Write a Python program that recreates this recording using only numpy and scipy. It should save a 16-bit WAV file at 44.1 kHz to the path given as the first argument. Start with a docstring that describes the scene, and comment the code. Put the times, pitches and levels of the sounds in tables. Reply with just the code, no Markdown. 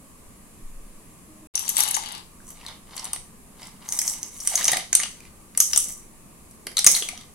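"""Dry pasta tubes rattle in a plastic bowl, first at the left, then slide and drop into simmering soup.
Noisy contacts excite damped modes of tubes, bowl wall and the air in the bowl; bubbles plop as rising sines.
The soup gurgles by dense low resonances, and a tiled kitchen answers with sparse echoes that decay by band.
Shaped noise makes the simmer and a low rumble, two sines a faint hum; all falls silent briefly near 1.5 s.
"""
import sys
import numpy as np
from scipy import signal
from scipy.fft import rfft, irfft
from scipy.io import wavfile
from scipy.ndimage import uniform_filter1d

SR = 44100
rng = np.random.default_rng(int(sys.argv[2]) if len(sys.argv) > 2 else 0)


def transcribe(signal):
    """Save signal, clipped to [-1, 1], as a 16-bit WAV file at the path in sys.argv[1]."""
    frames = np.atleast_2d(signal).T
    limited = np.clip(frames, -1, 1)
    pcm = np.round(limited * 32767).astype(np.int16)
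    wavfile.write(sys.argv[1], SR, pcm)


N = 323870

# Loudest knocks of tube on tube or bowl. Each row: nominal time in seconds, tube level in dB before
# balance, nominal strongest ring in Hz, bowl level relative to the tube in dB, contact time scale in ms.
KNOCK_EVENTS = [(1.5541, -4.5, 6050, -22, 2.6), (1.5764, -11.5, 5840, -15, 2),
                (1.5925, -13.5, 11400, -15, 1.9), (1.6531, -24, 5960, -15, 2),
                (1.6791, -14.5, 7200, -7.5, 2.4), (1.691, -6.5, 11300, -20, 2.9),
                (1.7003, -15.5, 6600, -14, 1.9), (1.7677, -3, 10700, -15.5, 1.7),
                (1.7791, -7, 10900, -13, 3.1), (1.7895, -12, 10700, -22, 3.2),
                (1.8048, -4, 10600, -12.5, 1.5), (1.8268, -12.5, 3900, -34, 2.4),
                (1.8348, -7, 10500, -24, 2.2), (1.8774, -13.5, 10600, -7.5, 2.3),
                (1.886, -14, 10500, -21, 2.5), (1.9093, -11, 10430, -17, 2.9),
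                (1.9428, -11, 6640, -12, 3.3), (1.9496, -10.5, 6350, -17, 1.8),
                (1.9654, -14.5, 11100, -7, 2.6), (2.0358, -27, 2050, -5, 2), (2.0594, -23.5, 4040, -4, 1.8),
                (2.087, -25, 10800, -15, 1.2), (2.1214, -23.5, 10500, -28, 2.3),
                (2.1502, -24.5, 4200, -9, 1.3), (2.1784, -32, 9500, -6, 2), (2.4024, -44, 1560, -17, 2),
                (2.4783, -34, 9180, -27, 2), (2.5038, -27, 11400, -19, 2.7), (2.5717, -40, 2210, -2, 2),
                (2.6125, -41, 2550, -12, 1.7), (2.649, -38, 1910, -16, 2), (2.664, -21.5, 3970, -21, 1.8),
                (2.6828, -27, 3700, -8, 2.8), (2.9656, -22.5, 10000, -10, 2.1),
                (2.9778, -21, 4570, -7, 2.3), (2.9944, -22.5, 5400, -13, 2), (3.043, -19, 9600, -21, 2.4),
                (3.053, -15.5, 10000, -12, 1.6), (3.1322, -9, 9600, -15.5, 2.3),
                (3.1614, -23, 9600, -3.5, 2), (3.6296, -28, 5300, -16, 2.4),
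                (3.6692, -31.5, 10500, -12, 2.9), (3.8883, -14.5, 6170, -18, 2.5),
                (3.923, -10.5, 6260, -23, 2.5), (3.9889, -3.5, 5860, -22.5, 3),
                (4.0153, -8, 6400, -19.5, 2.2), (4.0777, -8, 6160, -25, 2), (4.0968, -13.5, 7500, -18, 2.7),
                (4.1366, -21.5, 6080, -10, 1.7), (4.2305, -12, 6300, -21.5, 1.75),
                (4.402, -22, 6070, -21, 3.7), (4.4734, -2.5, 8500, -19.5, 2.55),
                (4.555, -4, 6140, -26, 2.7), (4.5767, -16, 6050, -6.5, 2.2), (4.6102, -14, 1730, -22, 2.4),
                (4.6283, -17, 6160, -5, 2.2), (4.643, -7, 6100, -28, 2.3), (4.6538, -5.5, 6100, -33, 1.7),
                (4.6794, -1.5, 6300, -11.5, 3.4), (4.7172, -5.5, 9240, -19, 2.5),
                (4.7319, -9, 1860, -4, 2.6), (4.7696, -9.5, 10600, -7, 2.14),
                (4.9291, -2.5, 6440, -13, 2.4), (4.9513, 5.5, 8610, -20.5, 1.74),
                (4.9998, -13, 6440, -5, 2.7), (5.0331, -15, 3020, -3.5, 2.4), (5.2038, -34.5, 2370, -9, 2),
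                (5.252, -39, 2500, -13, 2), (5.5499, -35, 2800, 2.5, 1.6), (5.5747, -2, 9800, -22.5, 2.8),
                (5.6025, 3, 6420, -21.5, 2.1), (5.6105, -8, 6030, -15, 1.7),
                (5.7324, -5.5, 5830, -12.5, 3.2), (5.7608, -2.5, 6530, -14.5, 2.4),
                (5.775, 2.5, 8300, -21.5, 2.4), (5.7888, -26, 5930, -38, 1.3),
                (6.5106, -32.5, 9500, -33, 2), (6.6686, -15.5, 10530, -6, 2.04),
                (6.7158, -32, 10900, -2, 2.2), (6.769, -6.5, 4060, -16, 2.6), (6.7803, -9, 3950, -9, 3),
                (6.79, -5, 5680, -12, 2.4), (6.8443, -2, 8200, -13, 2.9), (6.8645, 8.5, 6430, -19.5, 2.6),
                (6.8725, 4.5, 6280, -12, 1.93), (6.9213, -11, 9000, -16, 2.4), (6.9494, -8.5, 4180, -18, 2),
                (6.965, -10, 9700, -11, 2), (7.023, -15.5, 3260, -3.5, 2), (7.087, -16, 2270, -5, 2.9),
                (7.1753, -29, 5950, -0.5, 2), (7.2115, -34, 3600, -4, 2)]
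# Ringing modes of a tube. Each row: nominal frequency in Hz, resonance width in Hz,
# mean level in dB before the strike is normalized.
TUBE_MODES = [(5930, 144, -1), (6270, 350, -4.5), (6900, 1100, -8), (7780, 990, -7), (8140, 1100, -4),
              (9140, 1220, -4.5), (10810, 255, -1), (11400, 780, -11), (12800, 1300, -19),
              (14500, 12000, -22)]
# The heap lands in the hollow of the bowl. Each row: start in seconds, peak level in dB before balance.
LANDING_THUDS = [(1.785, -23.5), (1.968, -20.5), (3.134, -31)]
# Modes of the air in the bowl. Each row: nominal frequency in Hz, resonance width in Hz,
# mean level in dB before normalization.
HOLLOW_MODES = [(660, 450, -27.5), (871, 220, 4), (1003, 360, 3)]
THUD_MS = 2.3  # contact time scale of the heap landing
RING_DB, RING_DB_PER_OCTAVE = 3, -3  # mean level of the strongest ring at 6 kHz, and its slope in pitch
SCATTER_DB = 2.5  # the tubes lie scattered: random left-right balance of each knock


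def knocks(favour_width=0.17):
    """Modal excitation: each knock rings a tube, with one favoured mode, and the bowl wall."""
    out = np.zeros((2, N))
    for s, db, hz, share_db, contact_ms in KNOCK_EVENTS:
        favour_db = RING_DB + RING_DB_PER_OCTAVE * np.log2(hz / 6000)
        favoured_mode = (hz, favour_width * hz, favour_db)
        tube = strike(TUBE_MODES + [favoured_mode], contact_ms)
        bowl = gain_of(share_db) * strike(wall_modes(s), contact_ms)
        pan_db = balance(s) + SCATTER_DB * rng.standard_normal()
        add(out, s - .001, gain_of(db) * placed(tube + bowl, s, pan_db))
    for s, db in LANDING_THUDS:
        thud = strike(HOLLOW_MODES, THUD_MS)
        add(out, s, gain_of(db) * placed(thud, s, balance(s)))
    return out


# Tubes sliding in a heap, one sub-table a shake. Each row: time in seconds, gain in dB of the tube rattle,
# gain in dB of the bowl wall with its air; gains apply before balance and are interpolated in time.
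HEAP_SHAKES = [
    [(1.54, -60, -43.5), (1.61, -36.5, -45.5), (1.74, -40, -47.5), (1.78, -24, -33), (1.83, -35, -36.5),
     (1.92, -50, -41), (2.03, -47, -45), (2.16, -78, -44), (2.22, -79, -51)],
    [(2.4, -73, -92), (2.484, -44, -66), (2.574, -60, -59), (2.688, -76, -45), (2.772, -72, -59.5)],
    [(2.86, -78, -61.5), (2.954, -48, -48), (3.054, -51, -45.5), (3.176, -71, -57), (3.234, -82, -80)],
    [(3.52, -84, -77), (3.622, -48, -49.5), (3.778, -70, -66)],
    [(3.8, -68, -56.5), (3.942, -31.5, -48), (4.04, -33, -48.5), (4.082, -29, -50), (4.21, -50, -56),
     (4.3, -45, -59)],
    [(4.3, -51, -62), (4.458, -35.5, -49), (4.582, -30, -37), (4.632, -36, -36.5), (4.68, -23, -31.5),
     (4.756, -50.5, -32.5), (4.85, -60, -53.5), (4.926, -74, -62), (5.02, -58, -35), (5.122, -52, -60),
     (5.3, -83, -59)],
    [(5.56, -63, -67), (5.624, -24, -71), (5.718, -37, -47), (5.806, -27.5, -61), (5.906, -36.5, -51.5),
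     (5.976, -47.5, -82), (6.08, -65, -80)],
    [(6.7, -74, -60), (6.854, -50, -54), (6.914, -18.5, -45), (6.964, -25.5, -33.5), (7.014, -32.5, -52),
     (7.11, -52, -53), (7.194, -70, -51.5), (7.33, -68, -79)],
]
# Gain of the bowl air beside the wall; from TIPPED_S seconds the upturned bowl hardly rings.
HOLLOW_DB, HOLLOW_TIPPED_DB, TIPPED_S = -3.5, -21, 4.3


def heap():
    """Superposition of many small impacts: sliding tubes chatter on each other and on the shaken bowl."""
    t = np.arange(N) / SR
    tubes = rattle(TUBE_MODES, 500, 1.5)
    air = rattle(HOLLOW_MODES, 300, 1.6)
    gripped = rattle(wall_modes(t[0]), 250, 1.24)
    free = rattle(wall_modes(t[-1]), 250, 1.24)
    air_gain = gain_of(np.where(t < TIPPED_S, HOLLOW_DB, HOLLOW_TIPPED_DB))
    bowl = np.where(t < AT_LEFT_UNTIL_S, gripped, free) + air * air_gain
    out = np.zeros((2, N))
    for rows in HEAP_SHAKES:
        s = rows[0][0]
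        first, last = round(s * SR), round(rows[-1][0] * SR)
        shake = gain_of(curve(rows, 1)) * tubes + gain_of(curve(rows, 2)) * bowl
        fades = signal.windows.tukey(last - first, .04)
        out[:, first:last] += placed(shake, s, balance(s))[:, first:last] * fades
    return out


# Tubes entering the soup. Each row: start in seconds, amplitude in dB before the onset ramp and decay,
# starting bubble pitch in Hz.
BUBBLE_PLOPS = [(4.52, -23.5, 770), (4.541, -19.5, 656), (4.59, -25, 970), (4.644, -26, 640),
                (4.689, -22, 740), (4.733, -13.5, 723), (4.759, -18.5, 660), (4.779, -19.5, 683),
                (4.955, -30, 1200), (5.601, -31, 544), (5.763, -30, 1240), (6.669, -29, 387),
                (6.771, -22, 1190), (6.865, -16.5, 1180), (7.02, -25, 403), (7.131, -29, 680)]
PLOP_T60_S = 0.023


def plops(rise=8.0):
    """Bubble resonance: trapped air rings low and climbs in pitch as it nears the surface."""
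    out, t = np.zeros((2, N)), np.arange(4000) / SR
    for s, db, hz in BUBBLE_PLOPS:
        decay = gain_of(db - 60 * t / PLOP_T60_S)
        ring = np.sin(2 * np.pi * hz * (t + rise * t ** 2)) * decay
        onset = np.minimum(t / 0.0034, 1)
        add(out, s, np.array([ring, ring]) * onset)
    return out


# The soup gurgles up, most of all as tubes go in. Each row: crest time in seconds, crest gain in dB.
SLOSH_SWELLS = [(3.9, -52), (4.1, -54), (4.61, -49), (4.73, -41.5), (5.03, -57), (5.604, -61), (5.75, -58),
                (5.88, -57), (6.68, -44), (6.87, -39.5), (7.03, -45.5)]
# Low gurgle of the soup. Each row: nominal frequency in Hz, resonance width in Hz,
# mean level in dB before normalization.
SOUP_MODES = [(173, 32, 6), (223, 100, 2), (351, 120, 2.5), (524, 256, -1)]
SLOSH_RISE_S, SLOSH_T60_S = 0.03, 0.33


def slosh():
    """Resonant excitation under an envelope: uneven low gulps of soup around the sinking tubes."""
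    return rattle(SOUP_MODES, 250, 2.6) * swells(SLOSH_SWELLS, SLOSH_RISE_S, SLOSH_T60_S)


# Echo of the room, interpolated between rows. Each row: frequency in Hz, decay time T60 in seconds,
# level in dB before the right side's own gain.
KITCHEN_DECAY = [(300, 0.33, -7), (1500, 0.23, -3.5), (3020, 0.32, -1.5), (4800, 0.32, -3),
                 (6100, 0.38, -5.5), (10500, 0.31, -5.5), (12700, 0.1, -6.5), (15100, 0.19, -12)]


def kitchen(x):
    """Frequency-dependent reverberation: sparse random-sign echoes die at each band's own speed."""
    length, spacing = SR // 2, 12  # samples
    taps = np.zeros((2, length))
    jitter = rng.integers(0, spacing, (2, (length - 161) // spacing))
    at = np.arange(160, length - spacing, spacing) + jitter
    np.put_along_axis(taps, at, rng.choice([-1., 1.], at.shape), 1)
    taps[1] = 0.028 * taps[0] + 1.28 * taps[1]  # both sides share a little of the echo
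    hz, t, spectra = signal.stft(taps, SR, nperseg=256)
    band, t60, db = np.transpose(KITCHEN_DECAY)
    t60 = np.interp(hz, band, t60)[:, None]
    db = np.interp(hz, band, db)[:, None]
    fall = gain_of(-60 * t / t60)
    energy = (fall ** 2).sum(axis=1, keepdims=True) * 128 / spacing
    fall = fall * gain_of(db) / np.sqrt(energy)  # level is independent of decay time
    echo = signal.istft(spectra * fall, SR, nperseg=256)[1]
    return signal.fftconvolve(x, echo, axes=1)[:, :N]


# Spectrum of soup, burner and house. Each row: frequency in Hz, relative density in dB per Hz.
SIMMER_SPECTRUM = [(20, -13.5), (60, -14), (140, -17.5), (205, -13), (280, -19), (850, -30), (1170, -23.5),
                   (1350, -34.5), (2500, -33), (3300, -39), (5800, -38), (7200, -31.5), (10400, -29.5),
                   (12300, -33.5), (12900, -45), (15900, -43)]
# Likeness of the two sides. Each row: frequency in Hz, left-right correlation from -1 to 1.
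SIDE_LIKENESS = [(60, 0.43), (180, 0.95), (550, 0.42), (1650, 0.18), (4970, -0.11), (15000, 0.026)]
SIMMER_DB = -49  # rms


def simmer(swell_db=-0.04, swell_s=0.14):
    """Spectrally shaped noise: a steady floor with drifting patches and a slow slight swell."""
    frames, hz = N // 512 + 5, np.fft.rfftfreq(2048, 1 / SR)
    a, b, c, d, patches = rng.standard_normal((frames, 1025, 5)).T
    patches = uniform_filter1d(patches, size=10, axis=0)  # across pitch
    patches = evened(uniform_filter1d(patches, size=8, axis=1))  # across time
    swell_frames = max(round(swell_s * SR / 512), 1)
    swell = evened(uniform_filter1d(rng.standard_normal(frames), swell_frames))
    same = np.clip(read(SIDE_LIKENESS, hz), -1, 1)[:, None]
    left = a + 1j * b
    right = same * left + np.sqrt(1 - same ** 2) * (c + 1j * d)
    level_db = read(SIMMER_SPECTRUM, hz)[:, None] + patches + swell_db * swell
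    spectra = np.array([left, right]) * gain_of(level_db)
    noise = signal.istft(spectra, nperseg=2048, noverlap=1536)[1][:, :N]
    return gain_of(SIMMER_DB) * evened(noise)


# Gusts of low rumble. Each row: crest time in seconds, gain in dB added to the resting gain.
RUMBLE_GUSTS = [(0.67, -35), (2.35, -53), (3.19, -61), (4.4, -55), (5.76, -51), (6.85, -54)]
RUMBLE_DB = -59.5  # air and hands on the microphone, at rest
GUST_RISE_S, GUST_T60_S = 0.058, 1.23


def rumble(low_hz=8, top_hz=28, apart=0.12):
    """Band-limited noise with partial coherence: very low gusts, partly shared by both sides."""
    band = signal.butter(4, [low_hz, top_hz], "band", fs=SR, output="sos")
    common, left, right = signal.sosfilt(band, rng.standard_normal((N, 3)).T)
    level = gain_of(RUMBLE_DB) + swells(RUMBLE_GUSTS, GUST_RISE_S, GUST_T60_S)
    return level * evened(common + apart * np.array([left, right]))


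# A faint far hum swells twice. Each row: crest time in seconds, rms of the fundamental at the crest in dB.
HUM_SWELLS = [(1.305, -51), (1.44, -52.5)]
HUM_HZ, HUM_SAG_HZ_PER_S, OCTAVE_DB = 312, 25, -12.5  # pitch at the first crest, its fall, octave level
HUM_RISE_S, HUM_T60_S = 0.037, 0.59


def hum():
    """Harmonic addition: a soft tone and its octave sag a little and do not return after the silence."""
    t = np.arange(N) / SR - HUM_SWELLS[0][0]
    turns = HUM_HZ * t - HUM_SAG_HZ_PER_S * t ** 2 / 2
    tone = np.sin(2 * np.pi * turns) + gain_of(OCTAVE_DB) * np.sin(4 * np.pi * turns)
    before_end = np.arange(N) < SILENCE_S[1] * SR
    return np.sqrt(2) * tone * swells(HUM_SWELLS, HUM_RISE_S, HUM_T60_S) * before_end


def strike(modes, contact_ms, spread_db=3.0, detune=0.022, beam_hz=16000, size=2048):
    """Resonance: a scratchy contact rings varied modes, whose phases part between the sides in the treble."""
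    hz, width, db = np.transpose(modes)[:, :, None]
    level_draw, pitch_draw, side_draw = rng.standard_normal((3, len(modes), 1))
    f, ms = np.fft.rfftfreq(size, 1 / SR), np.arange(size) * 1000 / SR
    offset = (f - hz * (1 + detune * pitch_draw)) / width
    shape = gain_of(db + spread_db * level_draw) / (1 + 2j * offset) ** 2
    shape = shape * (f / hz) ** 2 / (1 + (f / hz) ** 2)  # small bodies send out little bass
    beams = np.exp(1j * np.array([1, -1])[:, None, None] * side_draw * hz / beam_hz)
    contact = rng.standard_normal(size) * (ms / contact_ms) * np.exp(-2 * ms / contact_ms)
    contact = rfft(contact)
    contact = contact / (abs(contact) + 1e-9) ** .7  # a hard contact drives all pitches about evenly
    pair = irfft(contact * (shape * beams).sum(axis=1), size)
    pair = pair * np.hanning(2 * size)[size:]
    pair = np.roll(pair, 24, axis=1) * (np.arange(size) >= 24)  # silent lead-in
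    return pair / abs(pair).max()


def rattle(modes, per_s, uneven_db, count=14):
    """Random impact train: dense small contacts of uneven size share a few strikes, at rms 1."""
    size = gain_of(uneven_db * np.minimum(rng.exponential(1, N), 4))
    size = size * (rng.random(N) < per_s / SR)
    which = rng.integers(0, count, N)
    out = np.zeros((2, N))
    for k in range(count):
        hits = (size * (which == k))[None]
        out += signal.oaconvolve(hits, strike(modes, 1.0), axes=1)[:, :N]
    return evened(out)


# Modes of the bowl wall. Each row: nominal frequency in Hz, resonance width in Hz,
# mean level in dB before the grip and normalization.
BOWL_MODES = [(740, 750, -5), (1200, 185, -1), (1650, 780, -2), (2050, 634, 2.5), (2998, 1000, 2),
              (3700, 870, 0.5), (4330, 1290, -1.5)]
AT_LEFT_UNTIL_S = 2.36  # the bowl stands left of the microphones, then faces them
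GRIP_DB, GRIP_BELOW_HZ = -5, 2500


def wall_modes(s):
    """Contact damping: while picked up at the left, the hand weakens the low modes of the wall."""
    modes = []
    for hz, width, db in BOWL_MODES:
        gripped = s < AT_LEFT_UNTIL_S and hz < GRIP_BELOW_HZ
        modes.append((hz, width, db + GRIP_DB * gripped))
    return modes


LEFT_DB, FRONT_DB = 7, 0.4  # left-right level difference in the bowl's two places


def balance(s):
    """Interaural level difference: left over right in dB for the bowl's place."""
    return LEFT_DB if s < AT_LEFT_UNTIL_S else FRONT_DB


def placed(pair, s, pan_db):
    """Time and level differences: from the far left, sound reaches the right 20 samples late."""
    lag = 20 if s < AT_LEFT_UNTIL_S else -1
    return np.array([pair[0], np.roll(pair[1], lag)]) * gain_of([[pan_db / 2], [-pan_db / 2]])


def swells(rows, rise_s, t60):
    """Envelope addition: each row rises smoothly to its crest and decays exponentially."""
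    t, out = np.arange(N) / SR, np.zeros(N)
    for s, db in rows:
        rise = np.sin(np.pi / 2 * np.clip(1 + (t - s) / rise_s, 0, 1)) ** 2
        out += rise * gain_of(db - 60 * np.maximum(t - s, 0) / t60)
    return out


def gain_of(db):
    """Logarithmic level: turns dB into an amplitude factor."""
    return 10 ** (np.asarray(db) / 20)


def evened(x):
    """Power normalization: scales to rms 1."""
    return x / np.sqrt(np.mean(x ** 2) + 1e-20)


def read(points, hz):
    """Logarithmic pitch: interpolates a spectrum on a log-frequency axis."""
    f, value = np.transpose(points)
    return np.interp(np.log(hz + 1), np.log(f + 1), value)


def curve(rows, column):
    """Linear interpolation: one column of a table, sample by sample."""
    rows = np.array(rows)
    return np.interp(np.arange(N) / SR, rows[:, 0], rows[:, column])


def add(mix, s, sound):
    """Superposition: adds a two-channel sound at time s."""
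    part = mix[:, round(s * SR):][:, :sound.shape[1]]
    part += sound[:, :part.shape[1]]


def scene():
    """Superposition of the near pasta and soup, their echo, and the background."""
    near = knocks() + heap() + plops() + slosh()
    return near + kitchen(near) + simmer() + rumble() + hum()


SILENCE_S = 1.472, 1.539  # start and end of the brief silence
EDGE_HZ = 15900  # upper band limit


def record(dry):
    """Gating, clipping and low-pass filtering: a short silence, flattened peaks, then the band limit."""
    t = np.arange(N) / SR
    audible = (t < SILENCE_S[0]) | (t > SILENCE_S[1])
    clipped = np.clip(dry * audible, -1, 1)
    lowpass = signal.firwin(511, EDGE_HZ, window=("kaiser", 9), fs=SR)
    return signal.oaconvolve(clipped, lowpass[None], "same")


dry = scene()
out = record(dry)
transcribe(out)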